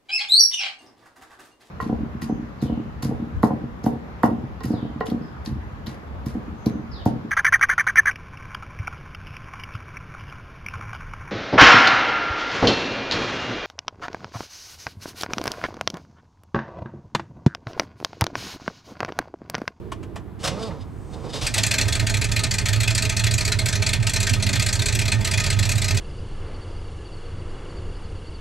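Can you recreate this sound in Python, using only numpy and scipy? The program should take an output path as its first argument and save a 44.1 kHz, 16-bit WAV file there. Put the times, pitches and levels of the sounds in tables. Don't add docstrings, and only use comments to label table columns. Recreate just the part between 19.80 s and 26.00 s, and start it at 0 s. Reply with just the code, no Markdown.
import sys
import numpy as np
from scipy import signal
from scipy.fft import rfft, irfft
from scipy.io import wavfile
from scipy.ndimage import uniform_filter1d, map_coordinates

SR = 44100
rng = np.random.default_rng(int(sys.argv[2]) if len(sys.argv) > 2 else 0)


def persist_wave(psi):
    counts = np.round(np.clip(psi, -1, 1) * 32767).astype(np.int16)
    wavfile.write(sys.argv[1], SR, np.atleast_2d(counts).T)


N = 273420
T = np.arange(N) / SR
BINS_HZ = np.maximum(np.fft.rfftfreq(N, 1 / SR), 1)

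# frequency in Hz, level in dB.
TRAFFIC_COLOUR = [(15, -39), (25, -1.5), (90, 9), (160, -1), (219, -0.5), (318, -3.5), (427, -10),
                  (529, -17), (604, -16), (729, -17.5), (978, -18), (5720, -46.5), (12800, -47.5),
                  (15000, -54)]
FAR_CAR_COLOUR = [(200, -20), (330, 11), (450, 4), (640, -7.5), (1100, -26), (2500, -28)]
CLICK_COLOUR = [(290, -40), (500, -16), (665, -3.5), (871, -11), (1090, -8), (1650, -17), (2880, -17.5),
                (3940, -23.5), (8020, -25), (15000, -44)]
CLASH_COLOUR = [(120, -14), (250, -16), (364, -24), (540, -3.5), (888, -16), (1130, -11), (1700, -16),
                (5370, -15.5), (8970, -22.5), (13100, -39), (15000, -44)]
GROWL_COLOUR = [(110, 12.5), (212, 5), (270, 0), (330, 5.5), (380, -7), (455, 9.5), (660, -5), (770, 0),
                (900, -3), (1150, -5.5), (1600, -15.5), (3000, -19.5)]
RASP_COLOUR = [(820, -37), (1400, -4), (2720, -5), (2980, -2.5), (4250, -6), (4840, -4.5), (5190, -7),
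               (8520, -10.5), (15000, -39)]
BRUSH_COLOUR = [(5000, -6), (7800, -5), (8700, 1), (9500, -17), (11000, -25)]
COMPRESSION_COLOUR = [(300, -19), (480, 9), (600, -16), (900, -1), (1300, -17)]
CHUG_COLOUR = [(130, 5), (250, 0), (420, 7), (620, 1), (830, -1), (1050, -3), (1400, -15), (3000, -36)]
COUGH_COLOUR = [(90, 14), (200, -9), (500, 1), (830, 1.5), (1150, -3.5), (1700, -9), (3500, 1), (5000, -2),
                (8500, -10), (15000, -33)]
ENGINE_SURROUND_COLOUR = [(25, 4), (45, -4), (80, -4), (115, -1), (170, 1), (260, 3), (400, -10),
                          (700, -19), (1500, -30), (6000, -60)]
PIPE_BASS_COLOUR = [(20, -12), (27, -1), (32, 6), (44, -0.5), (55, -11), (68, -3.5), (83, -2.5), (96, 5),
                    (111, 4.5), (127, 2), (145, -4.5), (170, -8.5), (196, -6.5), (230, -38)]
THROAT_COLOUR = [(120, -20), (220, -8.5), (330, -8.5), (520, -11), (700, -14), (1100, -13.5), (2000, -13.5),
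                 (4500, -17.5), (8000, -22), (15000, -38)]
BARK_COLOUR = [(500, -15.5), (1100, -14.5), (1550, -6), (2000, -4), (2550, 1), (2950, -2.5), (4100, 3),
               (4900, -2.5), (6000, -2.5), (8000, -2.1), (9600, -12.5), (11000, -12), (13500, -20.5),
               (16000, -47)]

# frequency in Hz, width in Hz, boost in dB.
DASHBOARD_MODES = [(620, 70, 3.5), (1120, 260, 5.5), (3020, 380, 7.5), (8000, 120, 4)]
BELL_HOUSING_MODES = [(520, 12, 8), (760, 30, 4), (960, 50, 3), (1160, 32, 2), (2740, 230, 4),
                      (3200, 140, -2), (3600, 130, 2.5), (3980, 130, -3), (5200, 130, 7)]
RASP_RINGS = [(3670, 180, 10.5), (4400, 160, 8), (4950, 150, 11.5)]
PIPE_MODES = [(412, 54, 6.5), (585.5, 9, 14), (649, 49, 13.5), (885, 34, 13), (1254, 25.4, 10),
              (1563, 36, 10), (1735, 20, 8), (1836, 11.6, 14), (2066, 30, 11.5), (2200, 30, 3),
              (2374, 40, 3.5), (2670, 31, 2.5), (3402, 32, 7), (3560, 80, -6), (3900, 36, 0)]
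PIPE_TIP_MODES = [(2474, 100, 6.5), (2794, 65, -12), (2776, 28, 3.5), (2960, 40, 1), (3046, 60, -13),
                  (4400, 70, -4), (4440, 290, 1.5), (4730, 120, 0), (5264, 82, 2.5), (5640, 77, 2.5),
                  (5430, 120, -9.5), (6020, 90, 3.5), (6150, 120, -14), (6370, 62, 6), (6621, 70, -20),
                  (6680, 99, 4), (7200, 130, 1.5), (7730, 170, 1.5), (8500, 170, 4.5), (9230, 90, 1),
                  (10600, 230, -11), (10770, 200, 5)]

# time in seconds, level in dB.
FAR_CAR_FADER = [(0, -41.5), (.3, -45.5), (.6, -58), (1.1, -68)]
BOOM_FADER = [(1.57, -52), (1.645, -29), (1.72, -34), (1.81, -29.5), (1.9, -35), (2.06, -26.5),
              (3.4, -27.5), (3.9, -26.5), (5.3, -26), (6.2, -23)]
HELD_NOTE_FADER = [(1.58, -72), (1.645, -38), (1.73, -43), (1.8, -27.5), (1.89, -38.5), (2.05, -29.5),
                   (3.5, -29), (3.9, -42), (6.2, -30)]
BURBLE_FADER = [(1.65, -10), (2.0, -2), (3.8, -2.5), (4.7, -0.5), (5.3, -2), (6.2, 0)]
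THROAT_FADER = [(1.56, -53), (1.65, -43), (1.8, -40.5), (2.1, -34.5), (2.5, -40), (3.5, -38.5),
                (4.5, -39.5), (5.5, -38.5), (6.2, -39)]
BARK_FADER = [(1.66, -19.5), (1.98, -18), (2.08, -22.5), (3.2, -21.5), (4.4, -21.5), (5.6, -21.5),
              (6.2, -23)]

# frequency in Hz, left minus right in dB.
BALANCE = [(30, -7), (60, -6), (120, -9), (250, -9), (500, -5), (1000, -0.5), (5000, 1.25), (8500, -2),
           (10500, -1), (13000, 1)]
# frequency in Hz, side against mid in dB.
WIDTH = [(30, -13), (110, -7), (260, -15), (500, -13), (2000, -13), (4000, -17), (8000, -6.5), (10500, -14),
         (13000, -67)]

# start in seconds, snap in dB, hollow knock in dB.
CLICKS = [(0.1168, -22.5, -28.5), (0.228, -33, -49), (0.357, -26, -41), (0.368, -36, -46)]
# pitch in Hz, level in dB, 60 dB decay in seconds.
KNOCK_NOTES = [(1010, -12, .016), (1115, 4.5, 0.022), (1270, -22, .014)]
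# start in seconds, level in dB.
PINION_HITS = [(0.63, -24), (0.638, -14), (0.648, -12), (0.658, -14.5), (0.674, -11.5), (0.69, -35)]
# time in seconds, tooth rate in Hz, growl in dB, whine in dB.
CRANKING = [(.68, 154, -30, -50), (.75, 195.3, -29.5, -41), (.80, 223.7, -30, -36),
            (.835, 224.8, -30, -35.5), (.87, 218.6, -34, -36), (.915, 161, -31, -38),
            (.95, 142.2, -35.5, -61), (1.2, 80.1, -58, -77), (1.33, 99.7, -36, -64), (1.47, 121, -34, -63),
            (1.68, 140, -37, -63)]
# multiple of the tooth rate, level in dB.
WHINE_TONES = [(1, 1), (2, -6), (3, -1.5), (4, -8), (5, -9), (6, -14)]
# centre in seconds, level in dB, half width in seconds.
RASP_SWELLS = [(.80, -44, .008), (.829, -37, 0.011), (.87, -41, 0.014), (1.02, -51, 0.014),
               (1.342, -49, 0.0088), (1.462, -55, 0.01), (1.506, -42.5, 0.009), (1.538, -35, 0.006),
               (1.566, -35, 0.0075), (1.62, -38, 0.052)]

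# start in seconds, dull chug in dB, hiss in dB.
COUGHS = [(1.352, -40, -67), (1.432, -35.5, -51), (1.458, -39, -64), (1.531, -32.5, -34), (1.555, -33, -41),
          (1.608, -41, -27.5), (1.64, -50, -33), (1.755, -42, -27)]
# start in seconds, level in dB.
THUMPS = [(1.425, -46), (1.545, -35), (1.638, -30), (1.86, -29), (1.94, -33)]
# time in seconds, speed in rpm.
ENGINE_RPM = [(1.6, 651.0), (1.75, 1154.0), (1.87, 1602.0), (2.05, 1711.0), (2.45, 1616.0), (2.95, 1638.0),
              (3.4, 1667.0), (3.7, 1733.0), (4.2, 1765.0), (4.55, 1833.0), (5.0, 1825.0), (5.7, 1903.0),
              (6.2, 1880.0)]
# multiple of the cycle rate, level in dB.
ENGINE_ORDERS = [(2, -2.5), (3, 0.5), (4, -8), (5, 8), (6, 5.5), (7, -2), (8, -0.5), (9, -1.5), (10, -2),
                 (11, -12), (12, -9), (13, -3.5), (14, -7)]
# centre in seconds, level in dB, pitch in Hz, half width in seconds.
SURGES = [(2.057, -21.5, 106, 0.017), (2.115, -21, 103.2, 0.0062), (2.227, -18, 112, 0.026),
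          (2.339, -28, 102.2, 0.033), (2.401, -21.5, 107.4, 0.018), (2.483, -21.0, 108.2, 0.025),
          (2.592, -23.5, 108, 0.032), (2.747, -24, 107.6, 0.022), (2.846, -20, 108.4, 0.012),
          (2.912, -21.5, 102, 0.017), (2.981, -19, 108.1, 0.024), (3.112, -22, 110.1, 0.027),
          (3.29, -23, 107, 0.023), (3.443, -20, 107.8, 0.043), (3.551, -18, 112, 0.023),
          (3.707, -20, 104.1, 0.011), (3.763, -22.5, 102.7, 0.029), (3.848, -21, 105.9, 0.0097),
          (3.988, -19.5, 102, 0.03), (4.12, -23, 106.8, 0.011), (4.205, -15.5, 111, 0.015),
          (4.26, -22.5, 105.7, 0.012), (4.395, -23.5, 106, 0.023), (4.524, -16, 108, 0.0086),
          (4.586, -19, 106.6, 0.028), (4.668, -20, 103, 0.012), (4.725, -22.5, 103.5, 0.013),
          (4.79, -19, 107.4, 0.0133), (4.994, -21, 106.9, 0.016), (5.117, -24.5, 106, 0.02),
          (5.186, -25.5, 110, 0.032), (5.253, -22, 103.6, 0.015), (5.376, -17.5, 109, 0.031),
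          (5.566, -24, 106.1, 0.026), (5.667, -22.5, 94.8, 0.036), (5.753, -17, 98.6, 0.027),
          (5.82, -16.5, 106, 0.014), (5.882, -19, 107.8, 0.013), (5.958, -20.5, 106.9, 0.015),
          (6.083, -38, 103.3, 0.054), (6.14, -19.5, 103.5, 0.028)]
# frequency in Hz, width in Hz, level in dB.
PIPE_OVERTONES = [(194.3, 10.9, -37.5), (255, 32, -49), (409, 33, -48.5), (595, 19, -53), (644, 26, -56.5)]
# centre in seconds, pitch in Hz, level in dB.
GULPS = [(1.79, 660, -39), (2.0, 270, -40), (2.23, 287, -41), (2.42, 290, -40.5), (2.455, 426.4, -41.5),
         (3.13, 650, -39), (3.26, 425, -38), (3.7, 424.5, -41), (4.37, 645, -42), (4.53, 247, -36),
         (4.76, 269.2, -37), (4.81, 198, -33.5), (5.17, 364, -39.5)]
# place as a share of the cycle, level in dB.
FIRINGS = [(0, -4.5), (0.133, 6), (0.353, 3), (0.467, 8.5), (.67, 0), (0.804, 3)]
# nominal pitch in Hz, level against the bark in dB, 60 dB decay in seconds.
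PINGS = [(1554, -19.5, 0.1), (1979, -12, 0.085), (2444, -9.5, 0.04), (4265, -4.5, 0.02),
         (7500, -9.5, 0.024)]
# place as a share of the cycle, level in dB, brightness in dB.
BARKING_CYLINDERS = [(0, 1, 2), (.389, -0.23, 2.5)]
# time in seconds, level change of the nearest bark in dB.
MISFIRES = [(2.05, -14), (2.22, -24), (2.37, -4.5), (2.485, -12.5), (2.66, -11), (2.81, -11), (2.955, -6),
            (3.32, -8.5), (3.508, -2), (3.745, -30), (3.815, -15), (3.925, -2), (3.99, -18), (4.155, -13),
            (4.2, -17), (4.225, -7), (4.555, -34), (4.6, -13), (4.664, -3.5), (4.955, -3.5), (4.992, -4),
            (5.12, -4), (5.213, -1.5), (5.252, -6), (5.345, -9.5), (5.38, -21), (5.405, -10), (5.725, -5),
            (5.765, -14), (5.95, -6), (6.145, -6)]
# time in seconds, level change in dB, brightness change in dB.
HARD_BARKS = [(1.742, 0.5, 2), (1.785, 2, -1), (1.865, -1, 4), (2.195, -1.5, -1), (2.414, 3, 0),
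              (2.636, 2.5, 2.5), (2.856, 2, -0.5), (3.005, 0, -0.5), (3.077, 1.5, -4.5), (3.176, 3, 1),
              (3.719, 3, -1), (4.021, 1.5, -3.5), (4.13, 2.5, -3), (4.468, 2, -2.5), (4.754, 1.5, -4),
              (4.928, 0, 2.5), (5.318, 2, -1.5), (5.6, 1.5, -2.5)]

CATCH_S, CYCLE_START_S = 1.63, 1.738
TRAFFIC_DB, TRAFFIC_SURROUND_DB, ENGINE_SURROUND_DB = -37, -43.5, -43.5
CUTOFF_HZ = 16000


def from_db(db):
    return 10 ** (np.asarray(db) / 20)


def rms_one(x):
    return x / np.sqrt(np.mean(x ** 2) + 1e-20)


def in_time(rows):
    s, *columns = np.transpose(rows)
    return [np.interp(T, s, c) for c in columns]


def at_hz(points, hz):
    f, value = np.transpose(points)
    return np.interp(np.log(hz), np.log(f), value)


def coloured(x, spectrum):
    ends = (1 + (.7 * spectrum[0][0] / BINS_HZ) ** 4) * (1 + (BINS_HZ / spectrum[-1][0] / 2) ** 4)
    return rms_one(irfft(rfft(x) * from_db(at_hz(spectrum, BINS_HZ)) / ends, N))


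def noise(spectrum):
    return coloured(rng.standard_normal(N), spectrum)


def drift(rate_hz):
    return rms_one(irfft(rfft(rng.standard_normal(N)) * np.exp(-(BINS_HZ / rate_hz) ** 2 / 2), N))


def tone(turns, wander_rad=0):
    return np.sin(2 * np.pi * (turns + rng.random()) + wander_rad)


def between(start, end, fade):
    return np.clip((T - start) / fade, 0, 1) * np.clip((end - T) / fade, 0, 1)


def swell(s, width):
    return np.exp(-np.minimum(((T - s) / width) ** 2 / 2, 50))


def bursts(times, levels_db, rise, hold, t60):
    age = T[:SR // 2]
    shape = np.minimum(age / rise, 1) * from_db(-60 * np.maximum(age - rise - hold, 0) / t60)
    power = np.zeros(N + len(age))
    for s, db in zip(times, levels_db):
        i = int(s * SR)
        power[i:i + len(age)] += (from_db(db) * shape) ** 2
    return np.sqrt(power[:N])


def resonate(x, modes):
    out = x.copy()
    for hz, width, boost_db in modes:
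        r = np.exp(-np.pi * width / SR)
        poles = [1, -2 * r * np.cos(2 * np.pi * hz / SR), r * r]
        out += (from_db(boost_db) - 1) * (1 - r * r) / 2 * signal.lfilter([1, 0, -1], poles, x + 1e-18)
    return out


def scatter(x, wet_db, t60, dull_hz):
    age = T[:SR // 2]
    tail = rng.standard_normal(len(age)) * from_db(-60 * age / t60) * np.clip(age / .0038 - .5, 0, 1)
    tail = signal.sosfilt(signal.butter(1, dull_hz, fs=SR, output="sos"), tail / np.linalg.norm(tail))
    return x + from_db(wet_db) * signal.fftconvolve(x, tail)[:N]


def microphones(x):
    hz = np.maximum(np.fft.rfftfreq(2 * N, 1 / SR), 1)
    lean, width = from_db(at_hz(BALANCE, hz)), from_db(at_hz(WIDTH, hz))
    direct = rfft(x, 2 * N) * ((lean - 1) / (lean + 1) - 1j * from_db(-2.5) * width)
    low_cut = 1 / (1 + (135 / hz) ** 4)
    reflected = rfft(scatter(x, wet_db=-7.5, t60=.17, dull_hz=6000) - x, 2 * N) * width * low_cut
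    side = irfft(direct + reflected)[:N]
    return np.array([x + side, x - side])


def traffic():
    rumble = from_db(TRAFFIC_DB + 1.3 * drift(5)) * noise(TRAFFIC_COLOUR)
    return rumble + from_db(in_time(FAR_CAR_FADER)[0]) * noise(FAR_CAR_COLOUR)


def surround():
    bed = from_db(TRAFFIC_SURROUND_DB) * noise(TRAFFIC_COLOUR)
    return bed + from_db(ENGINE_SURROUND_DB) * between(1.54, 7, fade=.1) * noise(ENGINE_SURROUND_COLOUR)


def key_clicks():
    s, snap_db, knock_db = np.transpose(CLICKS)
    snaps = noise(CLICK_COLOUR) * bursts(s, snap_db - 11, rise=.0029, hold=.0058, t60=.06)
    knocks = sum(bursts(s, knock_db + db, rise=.0062, hold=.001, t60=t60) * tone(hz * T)
                 for hz, db, t60 in KNOCK_NOTES)
    return scatter(resonate(snaps, DASHBOARD_MODES), wet_db=-7, t60=.12, dull_hz=6000) + knocks


def cranking():
    tooth_hz, growl_db, whine_db = in_time(CRANKING)
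    teeth = np.cumsum(tooth_hz * (1 + .008 * drift(30))) / SR
    impacts = np.diff(np.floor(teeth), prepend=0) * from_db(4 * drift(88))
    rattle = rms_one(scatter(coloured(impacts, GROWL_COLOUR), wet_db=1, t60=.056, dull_hz=4000))
    growl = from_db(growl_db - 3.5) * (from_db(-4) * rattle + from_db(-2) * noise(GROWL_COLOUR))
    whine = sum(from_db(db + 3 * drift(60)) * tone(k * teeth) for k, db in WHINE_TONES)
    swells = sum(from_db(db) * swell(s, width) for s, db, width in RASP_SWELLS)
    rasp_gain = from_db(1.29 * growl_db - 15) + swells
    rasp = rasp_gain * resonate(noise(RASP_COLOUR), RASP_RINGS)
    flutter_db = 1.2 * np.cos(2 * np.pi * teeth) + drift(31)
    return growl + from_db(whine_db) * whine + from_db(flutter_db - 5) * rasp


def starter():
    s, db = np.transpose(PINION_HITS)
    hits = noise(CLASH_COLOUR) * bursts(s, db - 12, rise=.0014, hold=.0057, t60=.073)
    clash = resonate(hits, BELL_HOUSING_MODES)
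    solenoid = from_db(-45.5) * between(.587, .66, fade=.025) * noise(RASP_COLOUR)
    whirr = between(.576, 1.68, fade=.13) * cranking()
    brushes = from_db(-60) * between(1, 1.69, fade=.36) * noise(BRUSH_COLOUR)
    knock = noise(COMPRESSION_COLOUR) * bursts([.903], [-32], rise=.0073, hold=.008, t60=.062)
    return scatter(clash + solenoid, wet_db=-7, t60=.28, dull_hz=6000) + whirr + brushes + knock


def coughs():
    s, chug_db, hiss_db = np.transpose(COUGHS)
    chugs = noise(CHUG_COLOUR) * bursts(s, chug_db, rise=.01, hold=.0078, t60=.12)
    return chugs + noise(COUGH_COLOUR) * bursts(s, hiss_db, rise=.0098, hold=.011, t60=.33)


def thumps(pitch_hz=117.7):
    s, db = np.transpose(THUMPS)
    return np.sqrt(2) * bursts(s, db, rise=.006, hold=.0067, t60=.09) * tone(pitch_hz * T)


def boom(cycles, cycle_hz):
    drone = 0
    for k, db in ENGINE_ORDERS:
        wander_rad, waver_db = .45 * drift(5), 1.3 * drift(4)
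        gain = from_db(db + at_hz(PIPE_BASS_COLOUR, k * cycle_hz) + waver_db)
        drone += gain * tone(k * cycles, wander_rad)
    drone = rms_one(drone) + from_db(-6.5) * noise(PIPE_BASS_COLOUR)
    levelled = drone / np.sqrt(uniform_filter1d(drone ** 2, size=2900))
    return from_db(in_time(BOOM_FADER)[0]) * levelled


def surges():
    hz = in_time(SURGES)[1]
    held = from_db(in_time(HELD_NOTE_FADER)[0]) * between(1.3, 7, fade=.02)
    power = held ** 2 + sum((from_db(db - 1.5) * swell(s, width)) ** 2 for s, db, _, width in SURGES)
    return np.sqrt(2 * power) * np.sin(2 * np.pi * np.cumsum(hz) / SR)


def burble(cycles, cycle_hz, swing_db=4):
    out, moments = 0, T[::SR // 12]
    for k in range(12, 52):
        gain = sum(from_db(db) * np.exp(-np.minimum(((k * cycle_hz[::50] - hz) / width) ** 2, 50))
                   for hz, width, db in PIPE_OVERTONES)
        swing, wander_rad = rng.standard_normal((2, len(moments)))
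        level = np.interp(T, T[::50], gain) * rms_one(np.interp(T, moments, from_db(swing_db * swing)))
        out += level * tone(k * cycles, np.interp(T, moments, wander_rad))
    return from_db(in_time(BURBLE_FADER)[0]) * out


def gulps():
    return np.sqrt(2) * sum(from_db(db) * swell(s, width=.018) * tone(hz * T) for s, hz, db in GULPS)


def chugging(schedule):
    push_db = rng.normal(0, 2, len(schedule))
    return rms_one(bursts(schedule[:, 0], push_db, rise=.0042, hold=.003, t60=.35))


def throat(cycles):
    starts = np.arange(int(cycles[-1]) + 1)[:, None]
    share, db = np.transpose(FIRINGS)
    times = np.interp((starts + share).ravel(), cycles, T)
    levels_db = (db + rng.normal(0, 1.9, (len(starts), len(db)))).ravel()
    inside = (times > T[0]) & (times < T[-1])
    times, levels_db = times[inside], levels_db[inside]
    steps = np.zeros(N)
    steps[(times * SR).astype(int)] = from_db(levels_db)
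    puffs = rms_one(bursts(times, levels_db, rise=.0004, hold=.001, t60=.15)) * noise(THROAT_COLOUR)
    thuds = signal.sosfilt(signal.butter(2, 1100, fs=SR, output="sos"), coloured(steps, THROAT_COLOUR))
    return from_db(in_time(THROAT_FADER)[0] - 4.5) * rms_one(puffs + from_db(-11) * thuds)


def pings(schedule, detune_share=.045, blur_share=.02):
    age, rings = T[:SR // 12], np.zeros((len(PINGS), N + SR // 12))
    hz, ping_db, t60 = np.transpose(PINGS)[:, :, None]
    sag = .9 + .134 * np.exp(-age / .0252)
    shape = np.minimum(age / .0059, 1) * from_db(-60 * np.maximum(age - .007, 0) / t60)
    for s, db, bright_db in schedule:
        detune, phase = rng.standard_normal((2, len(PINGS), 1))
        turns = np.cumsum(hz * (1 + detune_share * detune) * sag, axis=1) / SR
        level = from_db(db + ping_db + .5 * bright_db * np.log2(hz / 4500))
        i = int(s * SR)
        rings[:, i:i + len(age)] += level * shape * np.sin(2 * np.pi * (turns + phase))
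    turbulence = [rms_one(np.tanh(drift(blur_share * f))) for f in hz[:, 0]]
    return np.sqrt(2) * np.sum(rings[:, :N] * turbulence, axis=0)


def heat_waver(x, schedule):
    s, db, _ = schedule.T
    slugs = bursts(s, db - np.median(db), rise=.009, hold=.001, t60=.1)
    lead_s = .00016 * uniform_filter1d(slugs, size=300) + .00012 * drift(16)
    return map_coordinates(x, [(T + lead_s) * SR], order=5, mode="nearest")


def bark_schedule(cycles):
    share, level_db, bright_db = np.tile(BARKING_CYLINDERS, (int(cycles[-1]) + 1, 1)).T
    s = np.interp(np.arange(len(share)) // len(BARKING_CYLINDERS) + share, cycles, T)
    misfire_db = np.zeros(len(s))
    for when, change_db in MISFIRES:
        misfire_db[np.argmin(abs(s - when))] = change_db
    for when, change_db, change_bright_db in HARD_BARKS:
        nearest = np.argmin(abs(s - when))
        level_db[nearest] += change_db
        bright_db[nearest] += change_bright_db
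    chance = rng.standard_normal((len(s), 2))
    level_db += np.interp(s, *np.transpose(BARK_FADER)) + misfire_db + .4 * chance[:, 0]
    bright_db += .41 * misfire_db + 1.2 * chance[:, 1]
    return np.c_[s, level_db, bright_db][(s > CATCH_S) & (s < T[-1])]


def barks(schedule):
    s, db, bright_db = schedule.T
    jet, out = rfft(noise(BARK_COLOUR) * from_db(1.47 * drift(1040))), 0
    edges_hz = np.r_[0, np.geomspace(1300, 11000, num=13), SR]
    for low, high in zip(edges_hz, edges_hz[1:]):
        octaves = np.log2(np.clip(low, 1000, 11000) / 4500)
        band = irfft(jet * ((BINS_HZ >= low) & (BINS_HZ < high)), N)
        levels_db = db + bright_db * np.clip(octaves, -.55, .55) + rng.normal(0, 1.9, len(s))
        out += band * bursts(s, levels_db, rise=.005, hold=.0026, t60=.075 * from_db(-1.8 * octaves))
    return from_db(-2.5) * resonate(out, PIPE_TIP_MODES)


def engine():
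    cycle_hz = in_time(ENGINE_RPM)[0] / 120
    cycles = np.cumsum(cycle_hz) / SR
    cycles -= cycles[int(CYCLE_START_S * SR)] % 1
    schedule = bark_schedule(cycles)
    running = between(1.56, 7, fade=.088)
    gas = running * throat(cycles) + barks(schedule)
    ringing = resonate(gas, PIPE_MODES) + from_db(-2.1) * pings(schedule)
    pipes = scatter(ringing, wet_db=-8, t60=.14, dull_hz=6900)
    overtones = chugging(schedule) * (burble(cycles, cycle_hz) + gulps())
    exhaust = heat_waver(pipes, schedule) + overtones
    return exhaust + coughs() + thumps() + surges() + running * boom(cycles, cycle_hz)


def scene():
    side = surround()
    return microphones(engine() + key_clicks() + starter() + traffic()) + np.array([side, -side])


def record(dry):
    rounded = .75 * np.tanh(dry / .75)
    return signal.sosfilt(signal.ellip(10, .1, 90, CUTOFF_HZ, fs=SR, output="sos"), rounded)


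dry = scene()
out = record(dry)
persist_wave(out)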